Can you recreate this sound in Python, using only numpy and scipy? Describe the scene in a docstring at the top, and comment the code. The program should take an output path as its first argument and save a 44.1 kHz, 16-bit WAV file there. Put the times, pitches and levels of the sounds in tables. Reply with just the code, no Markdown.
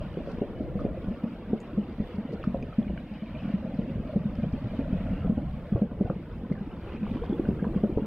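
"""Boiling vent beside a hot stream

Steam bubbles collapse under the stones: each swings the water, rings the hollow and shoves the ground.
Smaller bubbles glug and gargle over a low rumble; ringing bubbles and foam noise make the babbling riffle.
Single bubbles plink, water slaps, spray ticks and a pebble clicks; hissing steam and shaped noise lie behind.
A light breeze gusts early on and faintly later; a limiter ducks after the hardest peaks and recovers slowly."""
import sys
import numpy as np
from scipy import signal
from scipy.fft import rfft, irfft, next_fast_len
from scipy.io import wavfile
from scipy.ndimage import uniform_filter1d, minimum_filter1d, map_coordinates

SR = 44100
rng = np.random.default_rng(int(sys.argv[2]) if len(sys.argv) > 2 else 0)


def unload_audio(sound):
    """Save the sound as a 16-bit wav file, at the path given as the first command line argument."""
    columns = np.transpose(np.atleast_2d(sound))
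    # keep every value between -1 and 1, then stretch to whole-number steps
    steps = np.round(np.clip(columns, -1, 1) * 32767)
    wavfile.write(sys.argv[1], SR, steps.astype(np.int16))


N = 355446
BLOW_S = .022  # span over which a blow's level is taken, in seconds


def amp(db):
    """Decibels to gain."""
    return 10 ** (np.asarray(db) / 20)


def unit(x):
    """Scale to rms 1."""
    return x / np.sqrt(np.mean(x ** 2) + 1e-20)


def blow(x):
    """Scale a short sound to the energy of rms 1 held for BLOW_S."""
    return x * np.sqrt(BLOW_S * SR / (np.sum(x ** 2) + 1e-20))


def fade(t, t60):
    """Exponential decay, 60 dB in t60."""
    return np.exp(-np.log(1000) * t / t60)


def along(points, hz):
    """Read a curve of (Hz, value) points on a log frequency axis."""
    f, v = np.transpose(points)
    return np.interp(np.log(hz + 1), np.log(f + 1), v)


def curves(rows):
    """One value per sample for each column after the time."""
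    s, *cols = np.transpose(rows)
    return [np.interp(np.arange(N) / SR, s, c) for c in cols]


def wobble(rate):
    """A smooth random curve, rate knots a second."""
    knots = rng.standard_normal(int(N * rate / SR) + 4)
    return map_coordinates(knots, [np.arange(N) * rate / SR])


def add(track, s, sound):
    """Mix a sound into the track at time s."""
    part = track[max(round(s * SR), 0):][:len(sound)]
    part += sound[:len(part)]


def filtered(x, response):
    """Multiply the spectrum of x by a response of frequency."""
    m = next_fast_len(N + SR // 2)
    return irfft(rfft(x, m) * response(np.fft.rfftfreq(m, 1 / SR)), m)[..., :N]


def widen(pair, spectrum, wider_db=0):
    """Two signals become the coloured middle and sides of a stereo sound, near mono in the bass."""
    # Width of the sound. Each row: frequency in Hz, side minus mid in dB before wider_db and the cap.
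    width_points = [(30, -29), (80, -38.5), (200, -28), (600, -27.5), (1100, -16), (2000, -12.5),
                    (2800, -8), (3600, 2), (4300, 2.5), (6000, -2.5), (8300, 2), (11000, -2)]
    # Part of the sides that is the middle turned a quarter cycle, so the left channel lags in the upper mids.
    # Each row: frequency in Hz, share from 0 to 1.
    lean_points = [(100, .15), (2500, .15), (3600, .38), (5500, .26), (9000, 0)]

    def blend(hz):
        lean = np.clip(along(lean_points, hz), 0, 1)
        return np.array([-1j * lean, np.sqrt(1 - lean ** 2)])

    def colour(hz):
        width = np.minimum(amp(along(width_points, hz) + wider_db), np.sqrt(2))
        return amp(along(spectrum, hz)) * np.array([np.ones_like(hz), width])

    across = filtered(pair, blend).sum(axis=0)
    mid, side = filtered(np.array([pair[0], across]), colour)
    return np.array([mid + side, mid - side])


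def spread(pair, spectrum):
    """Coloured stereo of rms 1."""
    return unit(widen(pair, spectrum))


def patchy(pair, depth_db):
    """Eddies favour narrow pitch ranges for a moment at a time."""
    z = signal.stft(pair, nperseg=2048)[2]
    field = uniform_filter1d(rng.standard_normal(z.shape[1:]), size=3, axis=0)
    field = uniform_filter1d(field, size=3, axis=1)
    return unit(signal.istft(z * amp(depth_db * unit(field)), nperseg=2048)[1][:, :N])


def bubbles(rate, low_hz, high_hz, cycles, scatter_db, rise):
    """A swarm of rate ringing bubbles a second, of rms 1; each climbs in pitch as it nears the surface."""
    when, size, strength = rng.random((int(rate * N / SR), 3)).T
    hz = low_hz * (high_hz / low_hz) ** size
    t = np.arange(int(cycles / low_hz * SR)) / SR
    turns = hz[:, None] * t
    ring = np.sin(2 * np.pi * turns * (1 + rise * turns / cycles / 2))
    ring = ring * fade(turns, cycles) * (1 - np.exp(-2 * turns))
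    rare = -np.log(1 - .99 * strength)  # mostly weak, now and then a strong one
    gain = amp(scatter_db * rare) * hz / low_hz  # small bubbles are brief but sharp
    index = (when * N).astype(int)[:, None] + np.arange(len(t))
    return unit(np.bincount(index.ravel(), (gain[:, None] * ring).ravel(), N)[:N])


def breeze(calm_db=-75, flutter_db=3.5):
    """A light wind comes in a few soft gusts and buffets each microphone port on its own."""
    # Gusts. Each row: centre in seconds, level in dB before the flutter, length in seconds.
    gusts = [(0.197, -49, 0.28), (0.794, -45.5, 0.41), (4.9, -58, 0.84), (7.1, -54.5, 0.5)]
    # Spectrum of the buffeting. Each row: frequency in Hz, relative level in dB.
    buffet_spectrum = [(12, -8.5), (30, 6.5), (60, -4.5), (110, -10), (200, -15), (500, -45), (1200, -90)]
    t = np.arange(N) / SR
    strength = amp(calm_db) + sum(amp(db) * np.exp(-((t - s) / length) ** 2) for s, db, length in gusts)
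    noise = rng.standard_normal((2, N))
    buffet = unit(filtered(noise, lambda hz: amp(along(buffet_spectrum, hz))))
    return buffet * strength * amp(flutter_db * wobble(9.2))


def stream(babble_db=2.0, riffle_db=1.0, eddy_db=2.3):
    """Water folds air in over the gravel: larger bubbles babble, tiny ones fizz, and steam hisses far off."""
    # The current over the gravel.
    # Each row: time in seconds, babble in dB before babble_db, riffle in dB before riffle_db.
    flow = [(0.0, -54.5, -58.5), (0.72, -56, -62), (2.6, -57, -60.5), (2.9, -60, -61.5),
            (3.46, -55.5, -58.5), (4.4, -57.5, -60.5), (4.75, -56, -58.5), (5.25, -54.5, -59.5),
            (5.31, -57, -62), (6.2, -57.5, -62), (7.16, -54.5, -59.5), (7.74, -55.5, -62.5),
            (8.06, -54.5, -58.5)]
    # Hiss of the far steam. Each row: time in seconds, level in dB before the lapping.
    vapour = [(0, -79), (2.5, -80.5), (6.5, -80), (8.06, -76)]
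    # Spectra of the three layers. Each row: frequency in Hz, relative level in dB.
    babble_spectrum = [(350, -27), (700, 6), (1000, 3.5), (1500, -1), (2000, -13.5), (3000, -24.5),
                       (6000, -64)]
    riffle_spectrum = [(900, -13.5), (1800, 0), (2500, -1), (2950, -3.5), (3500, -10), (4200, -17),
                       (5000, -19), (6000, -22.5), (7500, -35.5), (12000, -61.5)]
    steam_spectrum = [(3000, -20), (6000, -3), (8000, 0), (9400, -1), (11000, 1), (14000, -.5), (15700, -3)]
    babble_wash, riffle_wash = 2.1, 1.6  # foam noise over the bubbles, as gains

    babble_level, riffle_level = curves(flow)
    steam_level, = curves(vapour)
    large = np.array([bubbles(rate=450, low_hz=698.5, high_hz=2246, cycles=71, scatter_db=1.0, rise=0.025)
                      for _ in range(2)])
    tiny = np.array([bubbles(rate=1200, low_hz=1669, high_hz=5254, cycles=110, scatter_db=3.0, rise=0.024)
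                     for _ in range(2)])
    large_foam = large + babble_wash * rng.standard_normal((2, N))
    tiny_foam = tiny + riffle_wash * rng.standard_normal((2, N))
    babble = spread(patchy(large_foam, depth_db=eddy_db), babble_spectrum)
    riffle = spread(patchy(tiny_foam, depth_db=eddy_db), riffle_spectrum)
    steam = spread(rng.standard_normal((2, N)), steam_spectrum)
    lapping = wobble(12)  # wavelets swell all three together
    return (babble * amp(babble_level + babble_db + .6 * lapping + 0.21 * wobble(7.5))
            + riffle * amp(riffle_level + riffle_db + .7 * lapping + 0.67 * wobble(18))
            + steam * amp(steam_level + .8 * lapping + .7 * wobble(28)))


def trickles():
    """Bubbles of nearly one size pinch off in a quick run and sing in a narrow band."""
    # A trickle singing through the gravel.
    # Each row: centre in seconds, level in dB, length in seconds, pitch in Hz, reach to either side in Hz.
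    runs = [(1.835, -63, .025, 2850, 200), (2.89, -62, .04, 2780, 130), (3.17, -63.5, .09, 2960, 90),
            (3.42, -61, .09, 2940, 90), (3.22, -64, .12, 2250, 110), (3.41, -61, .08, 2480, 140),
            (5.07, -60, .2, 1340, 70), (5.05, -63, .17, 1930, 90), (5.19, -60.5, 0.055, 2790, 70),
            (6.95, -61, .09, 2550, 250), (7.2, -64, .14, 3250, 300)]
    out, t = np.zeros((2, N)), np.arange(N) / SR
    for s, db, length, hz, width_hz in runs:
        run = bubbles(rate=130, low_hz=hz - width_hz, high_hz=hz + width_hz,
                      cycles=70, scatter_db=3, rise=.015)
        out += amp(db) * np.exp(-((t - s) / length) ** 2) * run
    return out


def sprays():
    """Droplets patter on the stones: short, soft bursts of coloured noise."""
    # Fine spray at the bank. Each row: centre in seconds, level in dB, length in seconds.
    bursts = [(0.301, -66.5, 0.054), (0.318, -62, 0.003), (0.808, -66.5, 0.0087), (1.928, -71, .01),
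              (2.159, -66.5, 0.007), (2.334, -62.5, 0.013), (2.443, -62, 0.004), (4.355, -65, 0.003),
              (4.526, -65, .005), (6.528, -66.5, 0.007), (7.254, -67, 0.012)]
    # Spectrum of the patter. Each row: frequency in Hz, relative level in dB.
    spray_spectrum = [(1500, -24.5), (3000, -9), (4500, 5), (5500, -2), (7000, -14.5), (10000, -17.5),
                      (15000, -34)]
    t = np.arange(N) / SR
    swell = sum(amp(db) * np.exp(-((t - s) / length) ** 2) for s, db, length in bursts)
    return swell * spread(rng.standard_normal((2, N)), spray_spectrum)


def wavelets(span=1.3):
    """A wavelet breaks on the stones into a swelling shower of fine droplets, each a short ring."""
    # Breaking wavelets. Each row: centre in seconds, level in dB, length in seconds, middle pitch in Hz.
    breaks = [(0.302, -49.5, 0.024, 1150), (3.455, -62, 0.14, 2180), (4.376, -62, 0.038, 2600),
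              (6.928, -66.5, 0.042, 2330), (7.06, -59, 0.022, 2400), (7.146, -67, 0.044, 2860),
              (7.255, -53.5, 0.02, 1850), (6.9, -51, 0.05, 1100)]
    out, t = np.zeros(N), np.arange(N) / SR
    for s, db, length, hz in breaks:
        drops = bubbles(rate=800, low_hz=hz / span, high_hz=hz * span, cycles=13, scatter_db=3.5, rise=.05)
        out += amp(db) * np.exp(-((t - s) / length) ** 2) * drops
    return out


def pebble():
    """The current knocks a pebble against another, which rings briefly in three modes."""
    # Clicks. Each row: start in seconds, level in dB.
    clicks = [(2.626, -36.5)]
    # Modes of the pebble. Each row: frequency in Hz, relative level in dB, t60 in seconds.
    modes = [(2450, 0, .02), (4880, -17, .017), (6330, -23, .018)]
    out, t = np.zeros(N), np.arange(SR // 20) / SR
    ring = sum(amp(level) * np.sin(2 * np.pi * hz * t) * fade(t, t60) for hz, level, t60 in modes)
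    for s, db in clicks:
        add(out, s, amp(db) * ring * (1 - np.exp(-t / .0006)))
    return out


def ticks():
    """Spray hits something small and hard: a thin snap and a high ring, then a faint bounce."""
    # Hits. Each row: start in seconds, snap in dB, ring in dB.
    hits = [(1.603, -48, -63.5), (1.614, -66, -73)]
    # Modes of what the spray hits. Each row: frequency in Hz, relative level in dB, t60 in seconds.
    modes = [(6550, -7, .03), (6700, -3, .08), (6950, 4, .014), (7070, 0, .055), (7380, -4, .04),
             (8480, -7, .08), (8830, -11, .08)]
    out, t = np.zeros(N), np.arange(SR // 6) / SR
    band = signal.butter(2, [1000, 3600], "band", fs=SR, output="sos")
    for s, snap_db, ring_db in hits:
        ring = sum(amp(level) * np.sin(2 * np.pi * hz * t) * fade(t, t60) for hz, level, t60 in modes)
        snap = unit(signal.sosfilt(band, rng.standard_normal(len(t)))) * fade(t, .008)
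        add(out, s, amp(ring_db) * ring + amp(snap_db) * snap)
    return out


def slaps(t60=0.016, span=1.39, level_db=-12):
    """Thrown water lands on the stones with a short, dull smack of band-limited noise."""
    # Smacks. Each row: start in seconds, level in dB before level_db, middle pitch in Hz.
    smacks = [(2.438, -42, 1350), (2.543, -38.5, 850), (5.759, -42.5, 1005), (6.098, -29.5, 1070),
              (5.911, -40.5, 1000), (7.066, -33.5, 900), (7.168, -38.5, 865), (7.236, -31.5, 800),
              (7.642, -34.5, 900), (7.745, -41.5, 1200), (7.842, -42, 1050), (7.976, -42, 940)]
    out, t = np.zeros(N), np.arange(SR // 20) / SR
    for s, db, hz in smacks:
        band = signal.butter(4, [hz / span, hz * span], "band", fs=SR, output="sos")
        smack = signal.sosfilt(band, rng.standard_normal(len(t)) * fade(t, t60))
        add(out, s, amp(db + level_db) * blow(smack))
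    return out


def plinks(rise=0.025, shed_s=0.019, pitch_scatter=0.16, satellite_db=-18, count=2):
    """A bubble bursting at the surface rings briefly, rising, and sheds weaker ones of other sizes."""
    # The nearest bubbles. Each row: start in seconds, level in dB, pitch in Hz, t60 in cycles.
    bursts = [(.012, -26, 594, 24), (.141, -42, 2890, 45), (.171, -26, 570, 14), (.202, -27, 594, 30),
              (.791, -29, 1206, 28), (.808, -31.5, 1220, 31), (.848, -22, 570, 17), (.968, -30.5, 521, 62),
              (1.535, -24, 728, 16), (2.429, -36.5, 2950, 26), (2.431, -36, 2584, 26),
              (2.439, -19, 1270, 14.5), (2.44, -45, 4190, 18), (2.544, -19.5, 670, 20),
              (2.572, -42, 3800, 14), (2.726, -36, 1280, 44), (2.828, -45, 3320, 47),
              (2.879, -40.5, 2260, 50), (2.975, -32, 1550, 30), (2.976, -34, 2270, 32),
              (2.976, -50, 2960, 150), (3.35, -42, 2412, 100), (3.371, -44, 2950, 83),
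              (3.502, -41.5, 1410, 30), (3.661, -25, 604, 21), (4.133, -25, 583, 40),
              (4.354, -52, 5110, 36), (4.438, -20.5, 658, 15.5), (4.734, -24, 606, 19),
              (5.069, -37.5, 1378, 36), (5.136, -45, 2780, 77), (5.275, -27, 674, 28), (5.38, -33, 807, 30),
              (5.76, -33, 1124, 34), (5.774, -23, 550, 31), (5.818, -24.5, 697, 10), (6.056, -26, 690, 26),
              (6.072, -23.5, 727, 25), (6.523, -36.5, 2060, 46), (6.553, -36, 1750, 23),
              (6.577, -40.5, 1580, 64), (6.893, -44.5, 2500, 60), (6.921, -46, 2800, 70),
              (6.964, -42, 2412, 50), (7.031, -35.5, 2500, 24), (7.218, -20.5, 467, 24),
              (7.331, -46.5, 3380, 150), (7.345, -23.5, 464, 28), (7.452, -33.5, 1486, 35),
              (7.595, -38.5, 1600, 72), (7.642, -25.5, 1580, 18), (7.642, -17, 430, 12),
              (7.649, -27.5, 980, 30), (7.836, -19, 574, 15), (7.978, -28, 583, 20), (7.982, -25, 919, 20)]
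    out, t = np.zeros(N), np.arange(SR // 12) / SR

    def ring(hz, cycles):
        turns = hz * t
        tone = np.sin(2 * np.pi * turns * (1 + rise * turns / cycles / 2))
        return tone * fade(t, cycles / hz) * (1 - np.exp(-(turns / 2) ** 2))

    for s, db, hz, cycles in bursts:
        add(out, s, amp(db) * ring(hz, cycles))
        for late, size in zip(rng.random(count), rng.standard_normal(count)):
            satellite = ring(hz * np.exp(pitch_scatter * size), cycles)
            add(out, s + shed_s * late, amp(db + satellite_db) * satellite)
    return out


def boil(rumble_db=4.5, simmer_db=0.2, deep_db=1, bright_db=2.5):
    """Countless smaller steam bubbles glug and gargle in the vent over the rumble of the ground."""
    # How hard the vent boils. Each row: time in seconds, then simmer, deep gargle, bright gargle
    # and rumble, all in dB before the trims above.
    vigour = [(0.0, -42, -52, -50.5, -39.5), (0.401, -41.5, -46.5, -52, -48), (0.9, -41, -47, -47, -41.5),
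              (1.28, -41.5, -50, -55, -50.5), (1.91, -42, -48, -51.5, -45),
              (2.531, -44.5, -49, -51.5, -44.5), (3.16, -40.5, -60.5, -53.5, -48.5),
              (3.75, -38.5, -50, -50, -43.5), (4.51, -40, -54.5, -52, -43.5),
              (5.25, -35.5, -54, -46.5, -38), (5.55, -44.5, -58, -53, -44.5),
              (6.02, -42.5, -45, -51.5, -43.5), (6.31, -41, -48.5, -58, -43.5),
              (6.84, -42.5, -46.5, -54.5, -43), (7.65, -38, -39.5, -51.5, -39),
              (8.06, -36.5, -45, -49.5, -45)]
    # Spectra of the four layers. Each row: frequency in Hz, relative level in dB.
    rumble_spectrum = [(12, -22), (25, -8), (50, -3.5), (75, -4), (115, -7.5), (170, -6.5), (300, -27),
                       (600, -74)]
    simmer_spectrum = [(70, -18), (140, -7), (205, 2), (245, 0.5), (300, -4), (380, -23.5), (600, -34.5),
                       (1500, -80.5)]
    deep_spectrum = [(200, -21), (320, 4.5), (390, -3.5), (470, -1), (540, -7.5), (650, -28), (1500, -68.5)]
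    bright_spectrum = [(350, -26), (500, -0.5), (590, 1.5), (700, 2), (760, -11.5), (830, -22.5),
                       (1100, -31), (2500, -70)]
    simmer_churn, gargle_churn = 1.9, 3.6  # foam noise over the bubbles, as gains
    gargle_surge_db = 1.9

    def churned(swarm, churn):
        middle = unit(swarm + churn * rng.standard_normal(N))
        return unit(np.array([middle, rng.standard_normal(N)]))

    simmer_level, deep_level, bright_level, rumble_level = curves(vigour)
    surge = wobble(13)  # shared by all layers
    rumble = spread(rng.standard_normal((2, N)), rumble_spectrum) * unit(amp(0.79 * surge + 2.1 * wobble(13)))
    glugs = bubbles(rate=70, low_hz=132.3, high_hz=350.0, cycles=10, scatter_db=3.5, rise=0.053)
    simmer = spread(churned(glugs, simmer_churn), simmer_spectrum) * unit(amp(0.5 * surge))
    out = amp(rumble_level + rumble_db) * rumble + amp(simmer_level + simmer_db) * simmer
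    # two gaps between the stones, a wide and a narrow one, each with its own resonance
    gaps = (deep_level + deep_db, deep_spectrum), (bright_level + bright_db, bright_spectrum)
    for level, spectrum in gaps:
        swarm = bubbles(rate=150, low_hz=322.3, high_hz=638.3, cycles=26, scatter_db=1.5, rise=0.055)
        gargle = spread(patchy(churned(swarm, gargle_churn), depth_db=1.0), spectrum)
        out += amp(level) * gargle * unit(amp(gargle_surge_db * surge))
    return out


def shove(t, push_hz=70, push_t60=0.038, swell=0.0044, scatter=0.26):
    """One low, quickly damped push of the ground, its pitch scattered at random around push_hz."""
    hz = push_hz * np.exp(scatter * rng.standard_normal())
    return blow(-np.sin(2 * np.pi * hz * t) * fade(t, push_t60) * (1 - np.exp(-t / swell)))


def heaves():
    """Steam pockets far below the stones are heard only as a push of the ground."""
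    # Deep pockets. Each row: start in seconds, level in dB.
    pockets = [(1.079, -31), (2.004, -31), (2.889, -32.5), (3.957, -33.5), (4.159, -36), (4.529, -29),
               (4.926, -32), (5.373, -33.5), (6.048, -35.5), (7.484, -32), (7.218, -30.5), (7.924, -33),
               (7.965, -30)]
    out, t = np.zeros(N), np.arange(SR // 6) / SR
    for s, db in pockets:
        add(out, s, amp(db) * shove(t))
    return out


def thumps(swell_cycles=1.51, sag=0.24, wander=0.032, focus=3, snap_s=0.0021):
    """Each collapse swings the water, rising as the bubble shrinks, rings the hollow and shoves the ground."""
    # The big steam bubbles collapsing in the vent. Each row: start in seconds, thump pitch in Hz,
    # thump level in dB, thump t60 in seconds, gurgle level in dB, gurgle pitch in Hz.
    collapses = [(0.1656, 174, -32, 0.071, -33, 434), (0.2688, 245, -35, 0.06, -38, 490),
                 (0.379, 233, -38.5, 0.037, -43, 450), (0.414, 240, -28.5, 0.0098, -28, 440),
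                 (0.6028, 252, -30.5, 0.029, -37, 447), (0.7493, 198.5, -28.5, 0.071, -37, 399),
                 (0.8457, 228, -27.5, 0.02, -30.0, 446), (1.0773, 181, -28.5, 0.045, -42.5, 470),
                 (1.1056, 229, -32, 0.068, -48.5, 436), (1.235, 226, -25.0, 0.04, -41.5, 470),
                 (1.485, 217, -35.5, 0.039, -45.5, 462), (1.5265, 220, -24, 0.056, -29, 442),
                 (1.7729, 206.5, -23, 0.06, -37.5, 477), (1.9981, 211.5, -25, 0.022, -41, 467),
                 (2.14, 203, -35, .04, -51.5, 470), (2.1787, 216, -28, 0.055, -47, 473),
                 (2.4702, 216, -23, 0.03, -44.5, 462), (2.54, 220, -31, 0.026, -34, 514),
                 (2.626, 247, -37.5, 0.049, -42.5, 423), (2.782, 222.5, -19.5, 0.05, -40.5, 450),
                 (2.8115, 226, -34.5, 0.02, -42, 580), (2.8633, 224, -32, 0.033, -51.5, 409),
                 (2.8916, 194, -35, 0.072, -38.5, 504), (3.109, 208, -34.5, .04, -56, 480),
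                 (3.219, 214, -33, 0.048, -56, 480), (3.4275, 185, -33, 0.05, -52, 460),
                 (3.475, 203, -32.5, .035, -51, 480), (3.5373, 202.3, -22.5, 0.03, -50.5, 514),
                 (3.6458, 203, -34, 0.029, -44.5, 590), (3.7865, 214, -24, 0.035, -39.5, 506),
                 (3.896, 220, -34, .04, -44, 470), (3.953, 209, -34.5, 0.038, -49, 473),
                 (3.995, 221, -31, 0.025, -52, 482), (4.1553, 193.5, -23.5, 0.051, -34.5, 503),
                 (4.201, 182, -31.5, 0.052, -54, 550), (4.253, 200, -25, 0.031, -53.5, 450),
                 (4.383, 238, -31, 0.068, -59, 485), (4.4301, 174, -27, 0.036, -36.5, 447),
                 (4.4624, 181, -28.5, 0.045, -52, 520), (4.533, 241, -29, 0.043, -45.5, 420),
                 (4.6362, 117.7, -29.5, 0.056, -42, 447), (4.651, 202.5, -37, .035, -48, 470),
                 (4.7872, 259.5, -26.5, 0.033, -38, 503), (4.9249, 205, -24.5, 0.023, -39.5, 393),
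                 (5.001, 207, -31.5, 0.032, -49.5, 480), (5.0335, 218, -31.5, 0.041, -57, 546),
                 (5.1109, 201, -27, 0.043, -48, 505), (5.127, 197.3, -28.5, 0.036, -45, 480),
                 (5.2412, 185.6, -27, 0.097, -37.5, 506), (5.293, 205.6, -21, 0.037, -36.5, 450),
                 (5.3214, 221, -29, 0.013, -49.5, 409), (5.3735, 242, -30, 0.026, -38, 490),
                 (5.5308, 190.4, -32, 0.046, -53.5, 478), (5.7193, 196.5, -22.5, 0.033, -42, 457),
                 (5.7493, 113, -24, 0.014, -31.5, 442), (5.815, 209.6, -18, 0.055, -28, 472),
                 (5.8471, 230, -33, 0.04, -45, 450), (5.912, 230, -32.5, 0.053, -40.5, 456),
                 (6.0049, 214.4, -20, 0.046, -27, 427), (6.0478, 133, -30.5, 0.015, -35, 487),
                 (6.095, 173, -25.5, 0.039, -28.5, 435), (6.158, 189, -31, 0.033, -49, 450),
                 (6.5103, 197, -23.5, 0.023, -35, 437), (6.6045, 198, -30.5, 0.067, -50.5, 412),
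                 (6.945, 236, -35.5, .04, -49, 450), (7.025, 207.6, -28, 0.055, -48, 465),
                 (7.1124, 228, -30, 0.018, -48, 420), (7.1531, 257, -32.5, 0.032, -37, 390),
                 (7.292, 217.3, -25.5, 0.073, -37, 379), (7.3242, 346, -26.5, 0.02, -42, 420),
                 (7.3945, 342, -24, 0.016, -35, 392), (7.4828, 210, -22.5, 0.044, -30, 395),
                 (7.6208, 205.5, -26.5, 0.033, -35, 388), (7.662, 224.5, -27, 0.065, -36, 452),
                 (7.7564, 197.4, -22.5, 0.046, -37.5, 395), (7.8312, 213, -20, 0.085, -26, 459),
                 (7.8929, 340, -27.5, 0.035, -38.5, 370), (7.919, 190, -32.5, 0.038, -43, 440),
                 (7.9651, 116.3, -31.5, 0.014, -25.5, 393), (8.017, 221, -27.5, 0.04, -47.5, 387)]
    # Modes of the hollow between the stones.
    # Each row: frequency in Hz, relative level in dB, t60 in seconds; detuned and scattered below.
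    hollow_modes = [(333, 2.5, 0.054), (396, 4, 0.038), (468.5, 1, 0.045), (576, 0, 0.06), (686, -3, 0.057)]
    push_db = -16.5  # the shove of the ground, relative to the thump
    snap_cycles = 0.904  # the hollow rings when the bubble snaps shut, this many swings after the start
    hollow_top_hz = 824  # the stones muffle the hollow above this

    out, t = np.zeros(N), np.arange(SR // 6) / SR
    mode_hz, mode_db, mode_t60 = np.transpose(hollow_modes)[:, :, None]
    muffle = signal.butter(6, hollow_top_hz, fs=SR, output="sos")
    for s, hz, body_db, t60, gurgle_db, gurgle_hz in collapses:
        detune, strength = rng.standard_normal((2, len(hollow_modes), 1))
        turns = hz * t
        swing = np.sin(2 * np.pi * (sag * (1 - np.exp(-turns)) - turns))
        swing = swing * (1 - np.exp(-(turns / swell_cycles) ** 2)) * fade(t, t60)
        # the bubble's size picks the modes that answer most; the water level detunes them
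        reach = 1 / (1 + (focus * np.log2(mode_hz / gurgle_hz)) ** 2)
        tones = np.sin(2 * np.pi * mode_hz * (1 + wander * detune) * t) * fade(t, mode_t60)
        modes = reach * amp(mode_db + 3.5 * strength) * tones
        hollow = signal.sosfilt(muffle, modes.sum(axis=0) * (1 - np.exp(-t / snap_s)))
        add(out, s, amp(body_db) * (blow(swing) + amp(push_db) * shove(t)))
        add(out, s + snap_cycles / hz, amp(gurgle_db) * blow(hollow))
    return out


def bank(x):
    """The stones scatter each sound into a short tail that changes as the water moves."""
    # Scatter among the stones. Each row: frequency in Hz, t60 in seconds.
    scatter = [(150, .16), (600, 0.2), (3000, 0.056), (10000, 0.011)]
    out, t = np.zeros((2, N)), np.arange(N) / SR
    paths, gap_s = 5, 0.0087  # gap: silence before each tail
    for k in range(paths):
        hz, s, z = signal.stft(rng.standard_normal((2, SR // 4)), SR, nperseg=256)
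        tail = signal.istft(z * fade(s, along(scatter, hz)[:, None]), SR, nperseg=256)[1]
        tail = np.pad(tail / np.linalg.norm(tail[0]), ((0, 0), (round(gap_s * SR), 0)))
        # the paths crossfade in turn, four a second
        share = np.clip(1 - np.abs((t * 4 - k) % paths - 1), 0, 1)
        out += signal.fftconvolve((x * share)[None], tail, axes=1)[:, :N]
    return widen(out, [(100, 0.0031), (10000, 0.0041)], wider_db=10.0)  # practically flat colour


def aside(x, lag_s):
    """A source on the right reaches the left microphone a little later."""
    return filtered(x, lambda hz: np.exp(1j * np.pi * hz * lag_s * np.array([[-1], [1]])))


def limited(x, ceiling=.29, release_s=0.53):
    """Peaks over the ceiling push the gain down at once; it recovers slowly."""
    t = np.arange(N) / SR
    excess = np.log(np.maximum(np.abs(x).max(axis=0) / ceiling, 1))
    held = np.maximum.accumulate(excess * np.exp(t / release_s)) * np.exp(-t / release_s)
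    gain = uniform_filter1d(minimum_filter1d(np.exp(-held), size=64), size=64)
    return x * gain


def scene(vent_wet_db=-14, surface_wet_db=-14):
    """The vent lies a little to the right, the stream all around it."""
    vent = thumps() + heaves()
    surface = plinks() + slaps() + ticks() + pebble() + wavelets()
    echo = bank(amp(vent_wet_db) * vent + amp(surface_wet_db) * surface)
    vent_side = aside(vent + boil(), lag_s=.000035)
    return vent_side + surface + echo + sprays() + trickles() + stream() + breeze()


def record(dry, top_hz=15700):
    """Limit the peaks and keep nothing from top_hz upward."""
    return filtered(limited(dry), lambda hz: hz < top_hz)


dry = scene()
out = record(dry)
unload_audio(out)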